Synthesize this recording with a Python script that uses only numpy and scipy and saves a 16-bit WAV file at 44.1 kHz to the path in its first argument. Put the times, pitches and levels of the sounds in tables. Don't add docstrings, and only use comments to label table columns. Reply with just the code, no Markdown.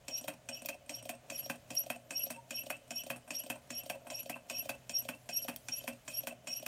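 import sys
import numpy as np
from scipy import signal
from scipy.fft import rfft, irfft, next_fast_len
from scipy.io import wavfile
from scipy.ndimage import uniform_filter1d, map_coordinates

SR = 44100
rng = np.random.default_rng(int(sys.argv[2]) if len(sys.argv) > 2 else 0)


def natural_amplitude(level_db):
    exponent = np.asarray(level_db, float) / 20
    return 10 ** exponent


def waveform_to_disk(signal):
    frames = np.transpose(np.atleast_2d(signal))
    scaled = np.clip(frames, -1, 1) * 32767
    samples = np.round(scaled).astype(np.int16)
    wavfile.write(sys.argv[1], SR, samples)


N = 294131

# clack in seconds, tick level in dB,
# slide level after the tick in dB, clack level in dB, slide level after the clack in dB; all levels relative.
TURNS = [(0.28, -32, -4, -20, -10), (0.687, -32, -1, -24.5, -2), (1.092, -33, -7, -23.5, -7),
         (1.498, -32, 0, -19, -7), (1.901, -32, -6, -20, 0.5), (2.303, -31, 2.5, -24.5, -4.5),
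         (2.702, -32, 4.5, -19, 3.5), (3.102, -30, 2.5, -19, 1), (3.5, -29.5, -2, -20, -1.5),
         (3.898, -32.5, 1, -22.5, -3.5), (4.296, -34, 2.5, -23.5, 3), (4.692, -30.5, 5.5, -20, 1),
         (5.088, -32.5, -4, -19.5, 0), (5.483, -29.5, 4.5, -18.5, -2), (5.877, -28, 1, -20.5, -2),
         (6.271, -30.5, -1, -23, .6), (6.663, -33, 4, -22.5, -10)]
TICK_TURN = 0.511


def unit(x):
    return x / np.sqrt(np.mean(x ** 2) + 1e-20)


def along(points, hz):
    f, v = np.transpose(points)
    return np.interp(np.log(hz + 1), np.log(f + 1), v)


def wobble(rate):
    knots = rng.standard_normal(int(N * rate / SR) + 4)
    return map_coordinates(knots, [np.arange(N) * rate / SR])


def filtered(x, response):
    m = next_fast_len(N + SR // 2)
    spectrum = rfft(x, m) * response(np.fft.rfftfreq(m, 1 / SR))
    return irfft(spectrum, m)[..., :N]


def coloured(x, colour):
    return filtered(x, lambda hz: natural_amplitude(along(colour, hz)))


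def patchy(depth_db):
    z = signal.stft(rng.standard_normal(N), nperseg=256)[2]
    field = uniform_filter1d(rng.standard_normal(z.shape), size=5, axis=0)
    field = uniform_filter1d(field, size=5, axis=1)
    return signal.istft(z * natural_amplitude(depth_db * unit(field)), nperseg=256)[1][:N]


def at_turn(angle):
    clack_s = np.array(TURNS)[:, 0]
    start = np.r_[2 * clack_s[0] - clack_s[1], clack_s[:-1]]
    return start + angle * (clack_s - start)


def by_turn(table):
    s = np.array(TURNS)[:, 0]
    s = np.r_[2 * s[0] - s[1], s, 2 * s[-1] - s[-2]]
    turn = np.interp(np.arange(N) / SR, s, np.arange(len(s))) % 1
    angle, *cols = np.transpose(table)
    return [np.interp(turn, angle, c) for c in cols]


def linkage():
    # frequency in Hz, gain in dB.
    clack_colour = [(150, -5.5), (600, -7.5), (2000, -3.5), (4000, -8.5), (9000, 2.5), (15000, -9.5)]
    tick_colour = [(150, -4), (600, -12), (2000, -6.5), (4000, -10.5), (7500, 2.5), (15000, -27.5)]
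    knock_colour = [(150, -10.5), (600, 6), (1500, -24.5), (3500, 0.5), (6000, 5), (15000, -2.5)]
    rattle_colour = [(150, 4.5), (600, -3), (2000, -10), (5000, -3.5), (9000, 11.5), (15000, -16)]
    jolt_colour = [(150, -0.5), (600, -2), (900, 5.5), (2000, -3.5), (5000, -11), (9000, 3.5), (15000, -17)]
    snap_colour = [(300, -8), (1500, -13.5), (5000, 1.5), (15000, 5)]
    # start in seconds, relative level in dB, treble in dB.
    jolts = [(3.159, -38, 0.5), (3.277, -40.5, 2), (3.559, -38.5, -17), (4.068, -34.5, 0),
             (4.359, -32.5, -8)]
    # start in seconds, relative level in dB.
    snaps = [(0.6592, -30.5), (1.752, -35), (5.561, -31.5)]

    clack_s, tick_db, _, clack_db, _ = np.transpose(TURNS)
    dulling, clack_plain_db, tick_plain_db = 0.9, -27, -30.5
    clack_events = zip(clack_s, clack_db, dulling * (clack_plain_db - clack_db))
    tick_events = zip(at_turn(TICK_TURN), tick_db, dulling * (tick_plain_db - tick_db))
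    knock_db = -45.5 + 0.5 * rng.standard_normal(len(clack_s))
    knock_events = zip(at_turn(0.906), knock_db, 0 * clack_s)
    snap_events = [(s, db, 6) for s, db in snaps]

    clacks = contacts(clack_events, clack_colour, db=-11.5, blow_s=0.012, chatter_s=0.082,
                      chatter_db=-2.5, rise_s=0.00025, lead_s=0.004, lead_db=-24)
    ticks = contacts(tick_events, tick_colour, db=-7, blow_s=0.015, chatter_s=0.052,
                     chatter_db=3.0, rise_s=0.00024)
    knocks = contacts(knock_events, knock_colour, db=0, blow_s=0.023, chatter_s=0.1,
                      chatter_db=-13, rise_s=0.0032)
    rattles = contacts(joints(), rattle_colour, db=-12, blow_s=0.016, chatter_s=0.039,
                       chatter_db=-2.5, rise_s=0.00072)
    hard_jolts = contacts(jolts, jolt_colour, db=-13.5, blow_s=0.024, chatter_s=0.096,
                          chatter_db=-1.5, rise_s=0.0018)
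    dry_snaps = contacts(snap_events, snap_colour, db=-13.5, blow_s=0.0066, chatter_s=0.023,
                         chatter_db=-4, rise_s=0.0001)
    return clacks + ticks + knocks + rattles + hard_jolts + dry_snaps


def joints():
    # crank angle in turns, relative level in dB, treble in dB, scatter of both levels in dB,
    # timing scatter in seconds.
    joint_rows = [(.146, -43, -4, 2.5, .002), (.833, -39, -1, 1.8, .0015), (.43, -53, -1, 3, .006)]
    rows = []
    for angle, db, treble_db, scatter_db, scatter_s in joint_rows:
        luck = rng.standard_normal((len(TURNS), 3))
        for s, (a, b, c) in zip(at_turn(angle), luck):
            if s > 0.01:
                rows.append((s + scatter_s * a, db + scatter_db * b, treble_db + scatter_db * c))
    return rows


def contacts(events, colour, db, blow_s, chatter_s, chatter_db, rise_s, lead_s=0, lead_db=-120):
    out, t = np.zeros(N + SR), np.arange(SR // 8) / SR
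    push = 2.59 * np.exp(-((t - 0.0003) / 0.000084) ** 2)
    for s, peak_db, treble_db, *_ in events:
        a, b, c = rng.standard_normal((3, len(t)))
        grit = b * natural_amplitude(2.77 * np.repeat(c, 64)[:len(t)])
        blow = a * natural_amplitude(-60 * t / blow_s)
        chatter = grit * natural_amplitude(chatter_db - 60 * t / chatter_s)
        hit = push + (blow + chatter) * (1 - np.exp(-t / rise_s))
        treble = hit - uniform_filter1d(hit, size=9)
        hit += (natural_amplitude(treble_db) - 1) * treble
        start = round(s * SR)
        out[start:][:len(t)] += natural_amplitude(peak_db + db) * hit
        touch = uniform_filter1d(c, size=2) - uniform_filter1d(c, size=9)
        touch = touch * natural_amplitude(-60 * t / 0.014)
        touch_start = max(round((s - lead_s) * SR), 0)
        out[touch_start:][:len(t)] += natural_amplitude(peak_db + lead_db) * touch
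    return coloured(out[:N], colour)


def body(f):
    # frequency in Hz, width in Hz, level over the direct sound in dB.
    mode_rows = [(129, 4.1, 17), (172.2, 12.6, 14.5), (240.8, 17.7, 20.5), (293.2, 27.7, 18),
                 (542.5, 30, 18.5), (627, 55.6, 20), (715, 26.4, 21), (849, 52, 11.5), (1024, 122, 5.5),
                 (1538, 114, 13), (2580, 1450, 5), (2490, 114, 22), (2657, 41, 18), (2675, 35, 13.5),
                 (3194, 57, 10.5), (4560, 35, 11), (5580, 70, 11), (7087, 45, 12), (8311, 12, 16.5),
                 (8473, 16, 17), (9858, 30, 11), (11400, 286, 13.5), (14850, 980, 11.5)]
    modes = 0
    for k, (centre, width, db) in enumerate(mode_rows):
        damping = 1j * f * width
        modes = modes + (-1) ** k * natural_amplitude(db) * damping / (centre * centre - f * f + damping)
    bass_loss = (1j * f / (100 + 1j * f)) ** 2
    return (1 + modes) * bass_loss


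def squeak():
    # low mode in seconds, its half length in ms, its level in dB, delay of the high mode in ms,
    # high mode level in dB.
    squeak_rows = [(0.148, 19.3, -36.5, 35.5, -49), (0.542, 10.5, -39.5, 32.5, -59.5),
                   (0.948, 13.7, -42.5, 10.5, -53.5), (1.355, 14.3, -42, 38.5, -41),
                   (1.448, 12, -48, 2, -52), (1.777, 8.8, -32, 18.5, -35), (2.171, 12.5, -36, 7.5, -46),
                   (2.236, 5.7, -42, -2, -34), (2.572, 17.7, -39.5, 26, -37), (2.974, 15.5, -40, 19, -42.5),
                   (3.369, 14.6, -39.5, 30.5, -40.5), (3.764, 18.7, -41, 23, -44),
                   (4.165, 14, -38.5, 30.5, -40), (4.566, 22, -40.5, 29.5, -38.5),
                   (4.962, 13.4, -33.5, 29, -36), (5.36, 17, -33.5, 16, -38),
                   (5.435, 7.8, -45.5, -3.5, -42.5), (5.735, 10.3, -37.5, 42.5, -39),
                   (6.162, 15, -41.5, 22, -35.5), (6.538, 25, -39, 32.5, -41)]
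    low, high = [], []
    for s, ms, low_db, later_ms, high_db in squeak_rows:
        top_s = s + later_ms / 1000
        low.append((s, 5591, low_db, ms))
        low.append((s + 0.038, 5730, low_db - 16, 17))
        high.append((top_s, 11425, high_db, 9.1))
        high.append((top_s - 0.0346, 11290, high_db - 10, 7))
        high.append((top_s + 0.016, 11700, high_db - 14.5, 11))
    low_mode = singing(low, climb=0.005, drift=0.004, flutter_db=1.5, lump_db=3.5, rough=0.15)
    high_mode = singing(high, climb=0.009, drift=0.007, flutter_db=2, lump_db=4.5, rough=0.2)
    return low_mode + high_mode


def singing(swells, climb, drift, flutter_db, lump_db, rough):
    t, level, pitch = np.arange(N) / SR, np.full(N, 1e-9), np.zeros(N)
    for s, hz, db, ms in swells:
        near = slice(max(int((s - 0.12) * SR), 0), int((s + 0.12) * SR))
        u = (t[near] - s) * 1000 / ms
        swell = natural_amplitude(db) * np.exp(-u * u / 2)
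        level[near] += swell
        pitch[near] += swell * hz * (1 + climb * np.tanh(u))
    grip = natural_amplitude(lump_db * np.minimum(1.4 * wobble(105), 0.6))
    return level * grip * tone(pitch / level, drift, flutter_db, rough)


def tone(hz, drift, flutter_db, rough):
    phase = 2 * np.pi * np.cumsum(hz * (1 + drift * wobble(120))) / SR
    fringe = rough * (wobble(900) * np.sin(phase) + wobble(900) * np.cos(phase))
    return np.sqrt(2) * natural_amplitude(flutter_db * wobble(160)) * (np.sin(phase) + fringe)


def slide():
    # crank angle in turns (0 is the clack), frequency in Hz, tone level in dB, rasp level in dB
    glide_rows = [(0, 2540, -90, -80), (.04, 2560, -59, -72), (.12, 2660, -54, -73), (.15, 2680, -56, -75),
                  (.175, 2680, -90, -85), (.51, 2520, -90, -85), (.55, 2540, -59, -65),
                  (.68, 2610, -61, -62), (.78, 2670, -58, -62), (.825, 2690, -62, -65),
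                  (.85, 2690, -90, -75)]
    hz, db, rasp_db = by_turn(glide_rows)
    clack_s, _, out_db, _, back_db = np.transpose(TURNS)
    stroke_s = np.c_[at_turn(TICK_TURN), clack_s].ravel()
    stroke_db = np.c_[out_db, back_db].ravel()
    stroke = np.searchsorted(stroke_s, np.arange(N) / SR) - 1
    held = stroke_db[np.clip(stroke, 0, None)]
    song = natural_amplitude(db + held) * tone(hz, 0.00406, 5.33, 0.16)
    rasp_hz = 2994 * (1 + 0.017 * wobble(30))
    rasp_level = natural_amplitude(rasp_db + 0.57 * held + 5.1 * wobble(55))
    return song + rasp_level * tone(rasp_hz, 0.0201, 2.2, 0.38)


def rubbing():
    # crank angle in turns, dull rub in dB, bright rub in dB; both relative levels.
    rub_rows = [(0, -41.5, -39), (.08, -52.5, -67), (0.148, -47.5, -57.5), (.19, -67, -87), (.3, -60, -92),
                (.42, -58.5, -93), (0.491, -58.5, -60.5), (0.541, -42.5, -51), (.65, -59, -53),
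                (.76, -55, -52), (.82, -60, -66.5), (.9, -61, -53.5), (1, -105.5, -83)]
    # frequency in Hz, gain in dB.
    dull = [(150, -11), (600, 2.5), (1200, -9), (3000, -23)]
    bright = [(800, -21), (2500, -10), (6500, 1), (15000, -11.5)]
    grains_per_s, grain_db = 160, 16.5
    sound = 0
    for level_db, colour, lump_db, patch_db in zip(by_turn(rub_rows), (dull, bright), (2.5, 3), (1.5, 4)):
        caught = rng.random(N) < grains_per_s / SR
        grit = caught * rng.standard_normal(N) * natural_amplitude(grain_db)
        unevenness = natural_amplitude(lump_db * wobble(60) + 1.9 * wobble(6))
        noise = (patchy(patch_db) + grit) * unevenness
        sound = sound + filtered(coloured(noise * natural_amplitude(level_db), colour), body) * natural_amplitude(-7)
    return sound


def whistle():
    # time in seconds, frequency in Hz, level in dB.
    whistle_rows = [(2.35, 900, -72), (2.372, 923, -59), (2.392, 930, -49), (2.42, 933, -69),
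                    (2.47, 943, -91)]
    s, hz, db = np.transpose(whistle_rows)
    t = np.arange(N) / SR
    phase = 2 * np.pi * np.cumsum(np.interp(t, s, hz)) / SR
    return np.sqrt(2) * natural_amplitude(np.interp(t, s, db, -120, -120)) * np.sin(phase)


def room(x):
    # frequency in Hz, time to fall 60 dB in seconds.
    decay_rows = [(200, 0.23), (2000, 0.2), (12000, 0.039)]
    _, t, z = signal.stft(rng.standard_normal(SR // 2), SR, nperseg=256)
    hz = np.fft.rfftfreq(256, 1 / SR)
    tail = signal.istft(z * natural_amplitude(-60 * t / along(decay_rows, hz)[:, None]), SR, nperseg=256)[1]
    delayed = np.pad(x, (300, 0))
    return signal.fftconvolve(delayed, tail / np.linalg.norm(tail))[:N]


def background():
    # frequency in Hz, relative level in dB per Hz.
    air = [(21, -38), (35, -12), (136, -6), (301, -18), (587, -13), (979, -21), (2460, -22.5), (5180, -29),
           (6690, -26), (14800, -42.5), (16000, -23.5)]
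    # time in seconds, relative level in dB.
    air_treble = [(0.0, -75), (0.33, -70), (1.32, -77), (1.49, -68.5), (4.23, -68), (4.33, -70.5),
                  (5.72, -60), (6.52, -74), (6.67, -66)]
    hum_hz = 124 * (1 + 0.0262 * wobble(14))
    hum_level = natural_amplitude(-69.5 + 3.7 * wobble(17)) * np.sqrt(2)
    hum = hum_level * np.sin(2 * np.pi * np.cumsum(hum_hz) / SR)
    hiss = natural_amplitude(-64.0 + 1.5 * wobble(3)) * unit(coloured(rng.standard_normal(N), air))
    treble = unit(coloured(patchy(3.7), [(2500, -17), (5000, -6.5), (9000, -6), (15000, -6)]))
    treble_db = np.interp(np.arange(N) / SR, *np.transpose(air_treble))
    return hum + hiss + natural_amplitude(treble_db - 4.5) * treble


def scene():
    engine = filtered(linkage(), body) + rubbing() + squeak() + slide() + whistle()
    return (engine + natural_amplitude(-14) * room(engine) + background())[None]


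def top_cut(x):
    return signal.sosfilt(signal.butter(12, 16680, fs=SR, output="sos"), x)


def record(dry):
    top_hz = 15500
    finished = filtered(dry, lambda hz: 1 / (1 + (hz / top_hz) ** 40))
    return top_cut(finished)


dry = scene()
out = record(dry)
waveform_to_disk(out)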